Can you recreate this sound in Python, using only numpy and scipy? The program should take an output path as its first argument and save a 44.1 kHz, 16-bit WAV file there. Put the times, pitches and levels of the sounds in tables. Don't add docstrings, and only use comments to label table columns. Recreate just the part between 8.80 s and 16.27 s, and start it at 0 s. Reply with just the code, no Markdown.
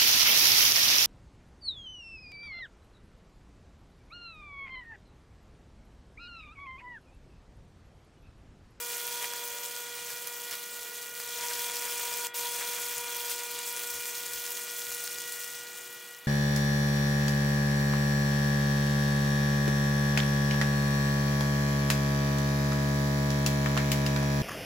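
import sys
import numpy as np
from scipy import signal
from scipy.fft import rfft, irfft, next_fast_len
from scipy.io import wavfile
from scipy.ndimage import uniform_filter1d

SR = 44100
rng = np.random.default_rng(int(sys.argv[2]) if len(sys.argv) > 2 else 0)


def bounce(signal):
    frames = np.transpose(np.atleast_2d(signal))
    limited = np.clip(frames, -1, 1)
    pcm = np.round(limited * 32767).astype(np.int16)
    wavfile.write(sys.argv[1], SR, pcm)


def natural_amplitude(level_db):
    exponent = np.asarray(level_db, float) / 20
    return 10 ** exponent


N = 329427
T = np.arange(N) / SR
LEFT_RIGHT = np.array([[1], [-1]])

CYCLE_HZ = 240.0
CYCLES = T * CYCLE_HZ
STRIKE, BURN, THUMP = 0.425, 0.30, 0.275

# [t/s, spark strength level/dB, gas thump level/dB]
BURNS = [(0, -42, -55), (.44, -43, -45.5), (.6, -45.5, -50), (1.1, -45.5, -58), (1.75, -47.5, -60),
         (2.33, -47.5, -68), (2.62, -41, -46.5), (3.1, -40, -48.5), (3.46, -41, -45), (3.8, -41.5, -47),
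         (4.02, -40.5, -52), (4.2, -42.5, -47), (4.97, -43.5, -53.5), (5.06, -42.5, -56), (6.6, -44, -71.5),
         (6.86, -48.5, -71.5), (7.34, -54.5, -75), (7.39, -60, -76)]
# [t/s, swell level/dB, dull sparks and steam against bright sparks level/dB]
FLARES = [(0.05, -2.5, -6), (0.239, -2, 2), (0.434, 2, 4.3), (0.534, -1, 3.5), (0.853, 2.2, -0.0),
          (1.063, -1.6, 3), (1.132, -3.5, 0), (1.312, 2, 6), (1.726, 2.5, 12.5), (2.18, 1.5, 4),
          (2.315, -3.5, -4), (2.913, -2.5, 1.5), (3.766, 2.3, -4), (4.24, -1, -3), (4.51, 5, 0),
          (4.684, -1.5, 0), (4.884, 3.5, -4), (5.113, 1.5, -6), (5.433, -2, -7), (5.807, -0.2, 7),
          (5.882, -1.5, 7), (6.136, 1.5, 1), (6.231, 2.3, 3), (6.316, -0.5, -2), (6.4, -0.5, -2.5),
          (6.53, 0.5, 3), (6.854, -3.5, 9), (6.994, 2.5, 2)]
FLARE_S = 0.024


def rms_one(x):
    return x / np.sqrt(np.mean(x ** 2) + 1e-20)


def in_time(rows):
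    s, *columns = np.transpose(rows)
    return [np.interp(T, s, column) for column in columns]


def band(x, low_hz, high_hz):
    edges_hz = [low_hz, min(high_hz, 0.45 * SR)]
    return signal.sosfilt(signal.butter(2, edges_hz, "band", fs=SR, output="sos"), x)


def drift(rate_hz):
    r = np.exp(-80 * np.pi * rate_hz / SR)
    slow = signal.lfilter([1], [1, -2 * r, r * r], rng.standard_normal(N // 40 + 2002))
    slow = rms_one(slow[2000:])
    return np.interp(np.arange(N) / 40, np.arange(len(slow)), slow)


def coloured(x, spectrum):
    hz, level_db = np.transpose(spectrum)
    size = next_fast_len(N)
    log_hz = np.log(np.arange(1, size // 2 + 2) * SR / size)
    gain = natural_amplitude(np.interp(log_hz, np.log(hz), level_db))
    return rms_one(irfft(rfft(x, size) * gain, size)[:N])


def ring(clicks, hz, cycles):
    r = natural_amplitude(-60 * hz / (cycles * SR))
    w = 2 * np.pi * min(hz, 19000) / SR
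    return signal.lfilter([0, np.sin(w)], [1, -2 * r * np.cos(w), r * r], clicks + 1e-18)


def swells(s, size, width_s):
    t = np.arange(0, N + 64, 64) / SR
    bells = np.exp(-((t[:, None] - s) / width_s) ** 2) @ size
    return np.interp(T, t, bells)


def alight():
    out_s, back_s = 3.4712, 3.5412
    recovery = np.clip(0.4 + (T - back_s) / 0.018, 0, 1)
    return uniform_filter1d((T < out_s) + (T > back_s) * recovery, size=40)


def strength():
    s, swell_db, dull_db = np.transpose(FLARES)
    spark_db = in_time(BURNS)[0]
    return spark_db + swells(s, swell_db, FLARE_S), swells(s, dull_db, FLARE_S)


def law(usual_db, spark_share, thump_share, wander_db):
    spark_db, thump_db = in_time(BURNS)
    spark_swing, thump_swing = spark_db + 43, thump_db + 54
    return usual_db + spark_share * spark_swing + thump_share * thump_swing + wander_db * drift(4.2)


def air(apart=0.29):
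    # [f/Hz, level/dB]
    air_tone = [(100, -26), (200, -3), (400, 0), (1500, 1.5), (3500, 0.5), (6000, -16), (16000, -21.5)]
    # [f/Hz, level/dB]
    rumble_tone = [(15, -14), (70, -14), (115, 5), (160, 4), (250, -29)]
    mid, side = (coloured(rng.standard_normal(N), air_tone) for _ in range(2))
    low, low_side = (natural_amplitude(-74 + 2.0 * drift(3.0)) * coloured(rng.standard_normal(N), rumble_tone)
                     for _ in range(2))
    noise = natural_amplitude(-53) * (mid + apart * side * LEFT_RIGHT)
    return noise + low + 0.42 * low_side * LEFT_RIGHT


def bumps():
    # [t/s, peak level/dB]
    knocks = [(0.048, -75), (0.45, -68), (0.681, -62), (1.144, -66), (1.687, -63), (1.982, -63),
              (2.274, -64), (2.85, -68), (3.104, -69), (4.143, -56), (4.342, -60), (5.129, -56),
              (5.536, -55), (6.058, -58)]
    width_s = 0.036
    s, peak_db = np.transpose(knocks)
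    mid, side = (rms_one(band(rng.standard_normal(N), 24, 127)) for _ in range(2))
    return swells(s + width_s, natural_amplitude(peak_db - 6.5), width_s) * (mid + 0.32 * side * LEFT_RIGHT)


def engine():
    # [t/s, f/Hz, level/dB]
    gears = [
        [(0, 373.6, -70), (.55, 402, -67), (1.0, 455, -71), (1.4, 508, -66), (1.75, 563, -82), (1.8, 568, -94)],
        [(.3, 578, -92), (.36, 577, -60), (.6, 586, -63), (.85, 568, -58.5), (1.08, 557, -70), (1.2, 552, -77)],
        [(1.93, 460, -77), (2.05, 440, -63), (2.4, 452, -66), (2.8, 472, -62), (2.9, 480, -97)],
        [(2.8, 369, -81), (3.3, 369, -71), (4.5, 367, -70.5), (5.7, 368.8, -68.5), (6.4, 367, -65),
         (6.7, 370, -76), (7.1, 370, -63.5), (7.3, 363, -68), (7.4, 369, -80)],
    ]
    out = 0
    for gear in gears:
        hz, db = in_time(gear)
        level = natural_amplitude(db + 1.0 * drift(2.0))
        out = out + level * np.sin(2 * np.pi * np.cumsum(hz + 1.05 * drift(6.8)) / SR)
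    return np.sqrt(2) * out


def transformer():
    # [f/Hz, rms level/dB]
    tones = [(479.1, -57), (963.6, -55), (1443, -51), (1916, -50), (2078, -64), (2401, -51), (3354, -49)]
    hum = 0
    for hz, db in tones:
        level = np.sqrt(2) * natural_amplitude(db - hz / 450 + 1.4 * drift(30.0))
        hum = hum + level * np.cos(2 * np.pi * (hz * T + rng.random()))
    return (1 - alight()) * hum


def buzz(flutter=0.076):
    orders = (2, 4, 6, 8, 10, 14)
    # [usual level/dB, share of spark swing, share of thump swing]
    laws = [(-51.5, .4, .2), (-52.5, 0.01, 0.8), (-50.5, 0.59, -0.065), (-55.5, .5, -0.25),
            (-52.5, 0.43, 0.14), (-53.5, 0.46, 0.28)]
    faint = [(3, 2), (5, 10), (9, 10), (12, 8), (13, 14), (15, 14), (17, 14), (19, 14), (23, 14), (25, 14),
             (27, 14), (28, 14)]
    faint_db = [-15, -13, -12, -5, -8, -13, -13, -12, -12, -12, -13, -12]
    levels = {k: law(*row, 0.7) for k, row in zip(orders, laws)}
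    s, swell_db, _ = np.transpose(FLARES)
    levels[4] = levels[4] + 0.3 * swells(s, swell_db, FLARE_S) + 1.4 * drift(14.0)
    levels.update({k: levels[leader] + db for (k, leader), db in zip(faint, faint_db)})
    out = 0
    for k, db in levels.items():
        at_strike = k in (8, 12) or k > 14
        crest = STRIKE + 0.02 if at_strike else THUMP + 0.5 + 0.09 / k
        level = np.sqrt(2) * natural_amplitude(db) * (1 + flutter * np.sqrt(k) * drift(41.0))
        out = out + level * np.cos(2 * np.pi * k * (CYCLES - crest))
    return alight() * out


def sizzle(patchy_db=2.5):
    # (level against sparks/dB, share of spark swing, share of thump swing, wander/dB)
    steam = (-6.5, 0.07, 0.36, 0.5)
    # [f/Hz, level/dB]
    hiss = [(150, -15.5), (300, -12), (500, -2), (800, -6.5), (1500, -0.5), (2600, 2.5), (3200, -4.5),
            (5000, -12)]
    mid_db, dull_db = strength()
    steam_db = law(*steam) + dull_db
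    beat = 1 + 0.13 * np.cos(4 * np.pi * (CYCLES - THUMP))
    noise = coloured(rng.standard_normal(N) * beat * natural_amplitude(patchy_db * drift(35.0)), hiss)
    return alight() * natural_amplitude(mid_db + steam_db - 0.5) * noise


def snaps(swell=10.6, drop_db=-9.5):
    # [t/s, peak level/dB, top over middle level/dB]
    loud = [(0.0937, -15, 9), (0.1692, -11, 14), (0.2691, -11, 16), (0.4273, -19, 1), (0.5363, -7.5, -3),
            (0.851, -15, 1), (1.304, -17, -21), (1.473, -12, 4), (1.712, -13, -2), (2.4008, -13, -5),
            (2.6847, -7, -5), (2.968, -9, -4), (3.022, -11, -3), (3.4605, -17, 3), (3.8109, -10, -9),
            (3.914, -16, 2), (4.1816, -9, 6), (4.366, -10, 13), (4.498, -13, 0), (4.5025, -16, 9),
            (7.348, -24, 1), (4.927, -10, 6), (5.91, -16, 4), (6.81, -25, -3), (6.1182, -10, 2),
            (6.1484, -3, 27), (6.2397, -8, 15), (6.2767, -9.5, 1), (6.3857, -11, -2), (6.523, -13, 4)]
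    # (t/s, peak level/dB, top over middle level/dB)
    first = (3.538, -28, 3)
    count = 40
    chance = rng.random(count)
    size, tint = rng.standard_normal((2, count))
    when = (np.floor(5 + chance * (N / SR * CYCLE_HZ - 9)) + STRIKE + BURN / 3) / CYCLE_HZ
    at = (when * SR).astype(int)
    small_db = strength()[0][at] + 14 + 0.5 * size - 60 * (alight()[at] < 1)
    small = zip(when, small_db, 7.5 + 6.3 * tint)

    out = np.zeros(N + 400)
    around = np.arange(-60, 140)
    for s, peak_db, top_db in [*loud, first, *small]:
        tear = 0.49 * rng.standard_normal(200) * np.exp(-abs(around) / swell)
        tear = tear - 0.85 * (around == -2)
        shape = 0.44 * band(tear, 1000, 4400) + band(tear, 4200, 8000)
        shape = shape + natural_amplitude(top_db - 1.0) * band(tear, 8800, 13000)
        level = natural_amplitude(min(peak_db + drop_db, -19))
        out[round(s * SR) - 60:][:200] += level * shape / abs(shape).max()
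    return out[:N]


def sparks(per_s=12000., spread_db=2.0, cycle_db=1.5, tint_db=1.0, between_db=-24.0, ring_db=-14.0):
    # (level against sparks/dB, share of spark swing, share of thump swing, wander/dB)
    dull = (-4, -0.48, 0.19, 1.4)
    bright = (1.15, -0.23, 0.053, 1.2)
    # [f/Hz, level/dB, length/cycles]
    bench = [(6690, 5, 61), (8240, 0.5, 200), (9300, 0.5, 160), (15700, 5.5, 29)]
    mid_db, dull_db = strength()
    low_db, top_db = law(*dull) + 0.23 * dull_db, law(*bright)

    halves = 2 * (CYCLES - STRIKE + 1)
    which = halves.astype(int)
    weak = which % 2
    part = halves % 1 / (2 * np.where(weak, 0.11, BURN))
    burning = np.clip(part / 0.19, 0, 1) * np.clip((1.15 - part) / 0.5, 0, 1) * natural_amplitude(-4.5 * part)
    burning = burning + natural_amplitude(-9.0 - 0.9 * part) * weak
    burst = rng.standard_normal((which[-1] + 1, 4))[which]
    weak_db = (-9.5 + 2.5 + drift(3.1)) * weak
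    gate = burning * natural_amplitude(weak_db + cycle_db * burst[:, 0] + 0.98 * drift(31.0)) + natural_amplitude(between_db)
    lit = alight()

    big_size = natural_amplitude(1.5 + spread_db * np.minimum(rng.exponential(1, N), 2))
    big = (rng.random(N) < 800. / SR) * rng.choice([-1, 1], N) * big_size
    bands = [(2790, 5450, low_db - 0.7), (5210, 9500, -0.0046), (8560, 18300, top_db + 0.33)]
    out = 0
    for k, (low_hz, high_hz, level_db) in enumerate(bands):
        size = natural_amplitude(spread_db * rng.exponential(1, N))
        clicks = (rng.random(N) < per_s / SR) * rng.choice([-1, 1], N) * size
        clicks = (clicks + big) * gate * lit
        layer = band(clicks * natural_amplitude(tint_db * burst[:, k + 1]), low_hz, high_hz)
        evened = layer / np.sqrt(uniform_filter1d(layer ** 2, size=5000) + 1e-9)
        out = out + natural_amplitude(level_db) * evened
    rings = sum(natural_amplitude(ring_db + db) * rms_one(ring(clicks, hz, cycles)) for hz, db, cycles in bench)
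    hits = abs(big) * gate * lit
    pops = rms_one(band(-hits, 1000, 3060))
    ticks = rms_one(band(hits * (rng.random(N) < 0.12), 1760, 15500))
    return natural_amplitude(mid_db) * (out + rings + natural_amplitude(-9.0) * ticks + natural_amplitude(-17.5 + dull_db) * pops)


def shop(x):
    # [trip time/ms, ...]
    paths_ms = [
        (1.44, 2.0, 2.83, 3.92, 4.48, 6.53),
        (1.65, 2.3, 3.3, 4.1, 5.4, 7.3),
    ]
    t60_s, wall_cut_hz = 0.14, 15000
    size = next_fast_len(N + SR // 2)
    w = np.pi * np.arange(size // 2 + 1) / (size // 2)
    hz = w * SR / (2 * np.pi)
    spec = rfft(x, size) * np.sqrt((hz ** 2 + 900 ** 2) / (hz ** 2 + 3000 ** 2))
    dull = 1 / (1 + (hz / wall_cut_hz) ** 2) ** 0.075
    out = []
    for lags in (np.array(paths_ms) * SR / 1000).astype(int):
        loops = [natural_amplitude(-60 * d / SR / t60_s) * dull * np.exp(-1j * w * d) for d in lags]
        echoes = sum((-1) ** k * g / (1 - g) for k, g in enumerate(loops))
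        out.append(irfft(spec * echoes, size)[:N])
    return out[0] + natural_amplitude(-2.5) * out[1] * LEFT_RIGHT


def scene():
    # [t/s, left minus right level/dB]
    lean = [
        (0, -0.5),
        (2.2, -0.6),
        (2.6, 0.5),
        (7.47, 1),
    ]
    crackle = sparks() + snaps() + sizzle()
    hum = buzz() + transformer()
    direct = (crackle + hum) * natural_amplitude(in_time(lean)[0] * 0.5 * LEFT_RIGHT)
    echoes = natural_amplitude(-19.5) * shop(crackle + 0.041 * hum)
    scatter = 0.18 * drift(90.0) * band(crackle, 6000, 17000) * LEFT_RIGHT
    fade = natural_amplitude(-5 * np.maximum(T - 6.9, 0))
    return direct + echoes + scatter + (engine() + air() + bumps()) * fade


def band_limit(x):
    return signal.sosfilt(signal.butter(12, 17000, fs=SR, output="sos"), x)


def record(dry):
    size = next_fast_len(N)
    spec = rfft(dry, size)
    hz = np.linspace(0, SR / 2, spec.shape[1])
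    mix = irfft(spec * (hz < 15780), size)[:, :N]
    return band_limit(mix)


dry = scene()
out = record(dry)
bounce(out)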